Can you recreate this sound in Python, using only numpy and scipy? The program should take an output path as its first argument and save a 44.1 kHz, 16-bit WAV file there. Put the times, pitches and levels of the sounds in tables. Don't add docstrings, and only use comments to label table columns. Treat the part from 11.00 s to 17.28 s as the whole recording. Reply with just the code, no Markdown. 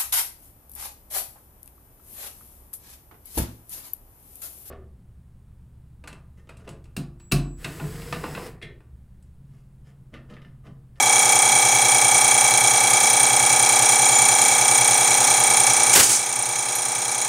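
import sys
import numpy as np
from scipy import signal
from scipy.fft import rfft, irfft
from scipy.io import wavfile
from scipy.ndimage import uniform_filter1d

SR = 44100
rng = np.random.default_rng(int(sys.argv[2]) if len(sys.argv) > 2 else 0)


def to_wav(sig):
    pcm = np.clip(np.atleast_2d(sig), -1, 1) * 32767
    pcm = np.round(pcm).astype(np.int16)
    wavfile.write(sys.argv[1], SR, pcm.T)


N = 276948
TIME = np.arange(N) / SR

SHAFT_HZ, PLUNGERS = 10.1283, 3
STROKE_HZ = PLUNGERS * SHAFT_HZ
TURNS = SHAFT_HZ * TIME


def amp(db):
    return 10 ** (np.asarray(db) / 20)


def unit(x):
    return x / np.sqrt(np.mean(x ** 2) + 1e-20)


def across(rows):
    hz, value = np.transpose(rows)
    bins_hz = np.fft.rfftfreq(N, 1 / SR)
    return np.interp(np.log(bins_hz + 1), np.log(hz), value)


def tint(x, gain):
    return irfft(rfft(x) * gain, N)


def hiss(rows):
    return unit(tint(rng.standard_normal(N), amp(across(rows))))


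def drift(rate_hz):
    knots = rng.standard_normal(1024)
    return unit(np.interp(TIME * rate_hz, np.arange(len(knots)), knots))


def ring(x, hz, width_hz):
    pole = np.exp((-np.pi * width_hz * np.pi / 2 + 2j * np.pi * hz) / SR)
    return unit(signal.lfilter([1], np.poly([pole, pole]), x).real)


def add(mix, start_s, sound):
    start = round(start_s * SR)
    part = mix[max(start, 0):max(start + len(sound), 0)]
    part += sound[max(-start, 0):][:len(part)]


def blow(start_s, rise_s, t60_s):
    age_s = np.maximum(TIME - start_s, 0)
    return np.minimum(age_s / rise_s, 1) * amp(-60 * age_s / t60_s)


def eased(start_s=4.66, length_s=0.11):
    return np.clip((TIME - start_s) / length_s, 0, 1)


# frequency in Hz, relative gain in dB.
ROOM_COLOUR = [(60, -4), (180, -12), (550, -10), (1650, -8), (4970, -21), (15000, -12)]


def workshop(x, t60_s=0.033, level_db=2, gap_s=0.004):
    t = np.arange(SR // 2) / SR
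    tail = rng.standard_normal(len(t)) * amp(-60 * t / t60_s) * (t > gap_s)
    tail /= np.linalg.norm(tail)
    return signal.fftconvolve(tint(x, amp(level_db + across(ROOM_COLOUR))), tail)[:N]


# frequency in Hz, width between -6 dB points in Hz,
# rms level in dB of a stroke harmonic at the peak.
GEAR_CASE_MODES = [(255, 59, -47.5), (361.6, 10.6, -43), (475.4, 54, -40), (619, 97, -44.5),
                   (943, 164, -41.5), (1141, 30, -41), (1240, 23.6, -36.5), (1544, 190, -47),
                   (1689, 37, -39.5), (3994, 45, -46)]


def gears(turns, between_strokes_db=-17):
    k = np.arange(1, 440)
    power = 0
    for hz, width_hz, db in GEAR_CASE_MODES:
        detune = 2 * (k * SHAFT_HZ - hz) / width_hz
        power = power + (amp(db) / (1 + detune ** 2)) ** 2
    size = np.sqrt(power) * amp(between_strokes_db * (k % PLUNGERS > 0))
    count = 2 ** 15
    spectrum = np.r_[0, size * np.exp(2j * np.pi * rng.random(len(k)))]
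    one_turn = irfft(spectrum, count) * count / np.sqrt(2)
    return np.interp(turns % 1 * count, np.arange(count), one_turn)


def throb(lines, cycles, crest, scatter_cycles, tilt_db=0, smear_rad=0):
    centre = np.mean([k for k, _ in lines])
    out = np.zeros(N)
    for k, db in lines:
        offset = k - centre
        phase = 2 * np.pi * (k * (cycles - crest) + scatter_cycles * rng.standard_normal())
        out += np.sqrt(2) * amp(db + tilt_db * offset) * np.cos(phase + smear_rad * offset ** 2)
    return out


# multiple of the shaft rate, relative level in dB.
HUM_LINES = [(8, -60), (9, -60), (10, -58), (11, -47.5), (12, -43.5), (13, -49.5), (14, -59), (16, -54)]
# multiple of the stroke rate, relative level in dB.
DRONE_LINES = [(23, -53), (24, -36), (25, -34.5), (26, -31), (27, -33), (28, -31), (29, -39)]
WHINE_LINES = [(72, -42.5), (73, -39), (74, -32.5), (75, -36.5), (76, -31), (77, -50)]
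PIPE_LINES = [(107, -42.5), (108, -36.5), (109, -42), (110, -44)]


def drive(ease_db=-2.5, tilt_db=0.36, eased_tilt_db=1):
    turns = TURNS + 0.00025 * drift(rate_hz=9)
    strokes = PLUNGERS * turns
    ease = eased()
    tilt = tilt_db + (eased_tilt_db - tilt_db) * ease
    hum = throb(HUM_LINES, turns, crest=0.65, scatter_cycles=0.13)
    hum *= amp(1.9 * drift(rate_hz=10))
    drone = throb(DRONE_LINES, strokes, crest=0.19, scatter_cycles=0.03, tilt_db=tilt, smear_rad=-0.26)
    drone *= amp(0.5 * drift(rate_hz=25))
    whine = throb(WHINE_LINES, strokes, crest=0.99, scatter_cycles=0.025, tilt_db=tilt, smear_rad=-0.52)
    whine *= amp(1.0 * drift(rate_hz=19))
    pipe = throb(PIPE_LINES, strokes, crest=0.07, scatter_cycles=0.025)
    pipe *= amp(0.57 * drift(rate_hz=20))
    drone *= amp(1.7 - 0.3 * TIME)
    whines = (whine + amp(0.5) * pipe) * amp(2.5 - 1.0 * TIME)
    return hum + gears(turns) + (drone + whines) * amp(ease_db * ease)


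def jets(level_db=-43, place=0.61, length=0.1, hz=12300, width_hz=700):
    count, within = np.divmod(PLUNGERS * TURNS, 1)
    puff = np.exp(-((within - place) / length) ** 2)
    puff *= count % PLUNGERS < 2
    return amp(level_db) * (1 - eased()) * ring(puff * rng.standard_normal(N), hz, width_hz)


# place in the stroke (0-1), time constant of power decay in seconds,
# mean relative level in dB on plungers 1, 2 and 3.
KNOCK_ROWS = [(.0, 0.01, 1.5, 0.5, 1), (0.2, 0.0022, -1.5, -7.5, 2.5), (0.486, 0.0011, 3.5, 3.5, 9.5),
              (.735, 0.0012, 7.5, 10.5, -0.5), (0.838, 0.0063, 5.5, 3, 5)]


def knocking(steady_db=-9, uneven_db=1.38):
    strokes = PLUNGERS * TURNS + PLUNGERS
    power = np.full(N, amp(steady_db) ** 2)
    for place, decay_s, *plunger_db in KNOCK_ROWS:
        count, age = np.divmod(strokes - place, 1)
        count = count.astype(int)
        db = np.array(plunger_db)[count % PLUNGERS] + uneven_db * rng.standard_normal(256)[count]
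        power += amp(db) ** 2 * np.exp(-age / (STROKE_HZ * decay_s))
    return np.sqrt(power)


# frequency in Hz, relative density in dB per Hz.
RATTLE_COLOUR = [(30, -31), (75, -28), (130, -11), (330, -11.5), (480, -6), (900, -7), (1950, -7),
                 (2700, -6.5), (2900, -16), (3600, -7.5), (4750, -11.5), (6500, -1), (9600, -8.5),
                 (11200, -16.5), (15000, -23)]
# frequency in Hz, share of power (0-1).
REPEAT_SHARE = [(200, 0.39), (2500, 0.79), (5000, 0.46), (9000, 0.16)]
# frequency in Hz, half-power width in Hz, rms level in dB.
CASTING_MODES = [(829, 117, -37.5), (1198, 58, -39.5), (2295, 134, -33.5), (3334, 140, -38),
                 (4043, 124, -35.5), (5336, 120, -36.5), (5777, 75, -33.5), (5913, 27, -32.5),
                 (6326, 130, -29.5), (6825, 95, -28), (8290, 190, -30), (8900, 17, -31), (8980, 25, -30),
                 (9820, 110, -32.5), (10620, 130, -40.5), (12340, 120, -48)]


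def tappets(rattle_db=-22, sing_db=-33, swell_db=10, swell_s=3.15, swell_width_s=0.41):
    force = knocking()
    surface = rng.standard_normal(round(SR / SHAFT_HZ))
    position = (TURNS % 1 * len(surface)).astype(int)
    same = np.sqrt(force) * surface[position]
    fresh = force * rng.standard_normal(N)
    share = np.clip(across(REPEAT_SHARE), 0, 1)
    contact = tint(same, np.sqrt(share)) + tint(fresh, np.sqrt(1 - share))
    rattle = amp(rattle_db) * unit(tint(contact, amp(across(RATTLE_COLOUR))))
    casting = np.zeros(N)
    for hz, width_hz, db in CASTING_MODES:
        casting += amp(db) * ring(force * rng.standard_normal(N), hz, width_hz)
    swell = np.exp(-((TIME - swell_s) / swell_width_s) ** 2)
    sing = amp(sing_db + swell_db * swell) * ring(force * rng.standard_normal(N), hz=7027, width_hz=30)
    return rattle + casting + sing


# frequency in Hz, relative level in dB, t60 in seconds.
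NOZZLE_MODES = [(8190, -15, .07), (8855, -7, .06), (8920, -5, .08), (9065, 0, .05), (9120, -10, .025),
                (15000, -19, .018)]


def nozzle(level_db=-13.5, waver_db=1.17, place=0.875, rise_s=0.0028, uneven_db=1.45,
           shift_cycles=0.067, loose_cycles=0.22):
    t = np.arange(-SR // 100, SR // 10) / SR
    hz, db, t60_s = np.transpose(NOZZLE_MODES)[:, :, None]
    decay = amp(db - 60 * np.maximum(t, 0) / t60_s)
    rise = -(np.minimum(t, 0) / rise_s) ** 2
    modes = decay * np.exp(rise + 2j * np.pi * hz * t)
    out = np.zeros(N)
    for stroke in range(int(PLUNGERS * TURNS[-1]) + 1):
        size, shift, *slips = rng.standard_normal(2 + len(NOZZLE_MODES))
        phases = np.exp(2j * np.pi * (shift_cycles * shift + loose_cycles * np.array(slips)))
        chirp = amp(uneven_db * size) * (phases @ modes).real
        add(out, (stroke + place) / STROKE_HZ + t[0], chirp)
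    return out * amp(level_db + waver_db * drift(rate_hz=3.7))


# start in seconds, level in dB, t60 in seconds.
RACK_CLICKS = [(5.753, -14, 0.078), (6.111, -27, 0.046)]
# frequency in Hz, relative density in dB per Hz.
CLICK_COLOUR = [(3000, -21), (8500, -7), (10000, 3), (12300, 1.5), (13300, -16), (15500, -24)]


def rack(rise_s=0.0014):
    envelope = sum(amp(db) * blow(start_s, rise_s, t60_s) for start_s, db, t60_s in RACK_CLICKS)
    return hiss(CLICK_COLOUR) * envelope


# start in seconds, rise in seconds, t60 in seconds,
# steel jangle level in dB, panel clatter level in dB.
SHUTTER_BLOWS = [(4.924, 0.016, 0.39, -10, -19), (4.948, 0.014, 0.29, -2, -1), (4.986, 0.013, 0.34, -5, -7),
                 (5.022, 0.014, 0.46, -4.5, -31), (5.087, 0.018, 0.28, -3.5, -12.5),
                 (5.12, 0.022, 0.27, -5, -38)]
# frequency in Hz, relative density in dB per Hz.
JANGLE_COLOUR = [(200, -49), (3500, -16.5), (5200, -6.5), (7000, -1), (8100, -3), (9200, 0), (10500, -12),
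                 (13000, -24), (15500, -28)]
CLATTER_COLOUR = [(30, -22), (80, -3), (180, 1.5), (500, 2.5), (1200, 0.5), (1900, 2), (3000, 1.5),
                  (7000, -9), (11000, -2.5), (15500, -7.5)]


def shutter(grain_db=-1.0, boom_db=-25, boom_t60_s=0.75):
    steel_power, panel_power = np.zeros(N), np.zeros(N)
    for start_s, rise_s, t60_s, steel_db, panel_db in SHUTTER_BLOWS:
        envelope = blow(start_s, rise_s, t60_s)
        steel_power += (amp(steel_db) * envelope) ** 2
        panel_power += (amp(panel_db) * envelope) ** 2
    jangle = np.sqrt(steel_power) * hiss(JANGLE_COLOUR)
    clatter = np.sqrt(panel_power) * hiss(CLATTER_COLOUR)
    grain = amp(grain_db * drift(rate_hz=150))
    cabinet = ring(rng.standard_normal(N), hz=370, width_hz=97)
    boom = amp(boom_db) * blow(4.955, 0.022, boom_t60_s) * cabinet
    return (jangle + clatter) * grain + boom


def scene():
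    slam = shutter()
    central = drive() + tappets() + nozzle() + jets() + rack() + slam
    return central + np.outer([1, -1], workshop(slam))


def microphones(pair, dip_hz=8000, width_hz=1050, reach_hz=2000, dip_db=-7.2):
    offset_hz = np.fft.rfftfreq(N, 1 / SR) - dip_hz
    dip = np.exp(-(offset_hz / reach_hz) ** 4) / (1 + 2j * offset_hz / width_hz)
    left_over_right = 1 - (1 - amp(dip_db)) * dip
    return tint(pair, left_over_right ** np.array([[0.5], [-0.5]]))


def record(dry, limit_db=-11.0, recovery_db_per_s=0.5, edge_hz=15750):
    heard = microphones(dry)
    power = uniform_filter1d((heard ** 2).mean(0), size=1300)
    power_db = 10 * np.log10(abs(power) + 1e-12)
    fall_db = recovery_db_per_s * TIME
    held_db = np.maximum.accumulate(power_db + fall_db) - fall_db
    over_db = np.maximum(held_db - limit_db, 0)
    low_pass = signal.firwin(401, edge_hz, window=("kaiser", 9), fs=SR)
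    return signal.oaconvolve(heard * amp(-over_db), low_pass[None], "same", axes=1)


dry = scene()
out = record(dry)
to_wav(out)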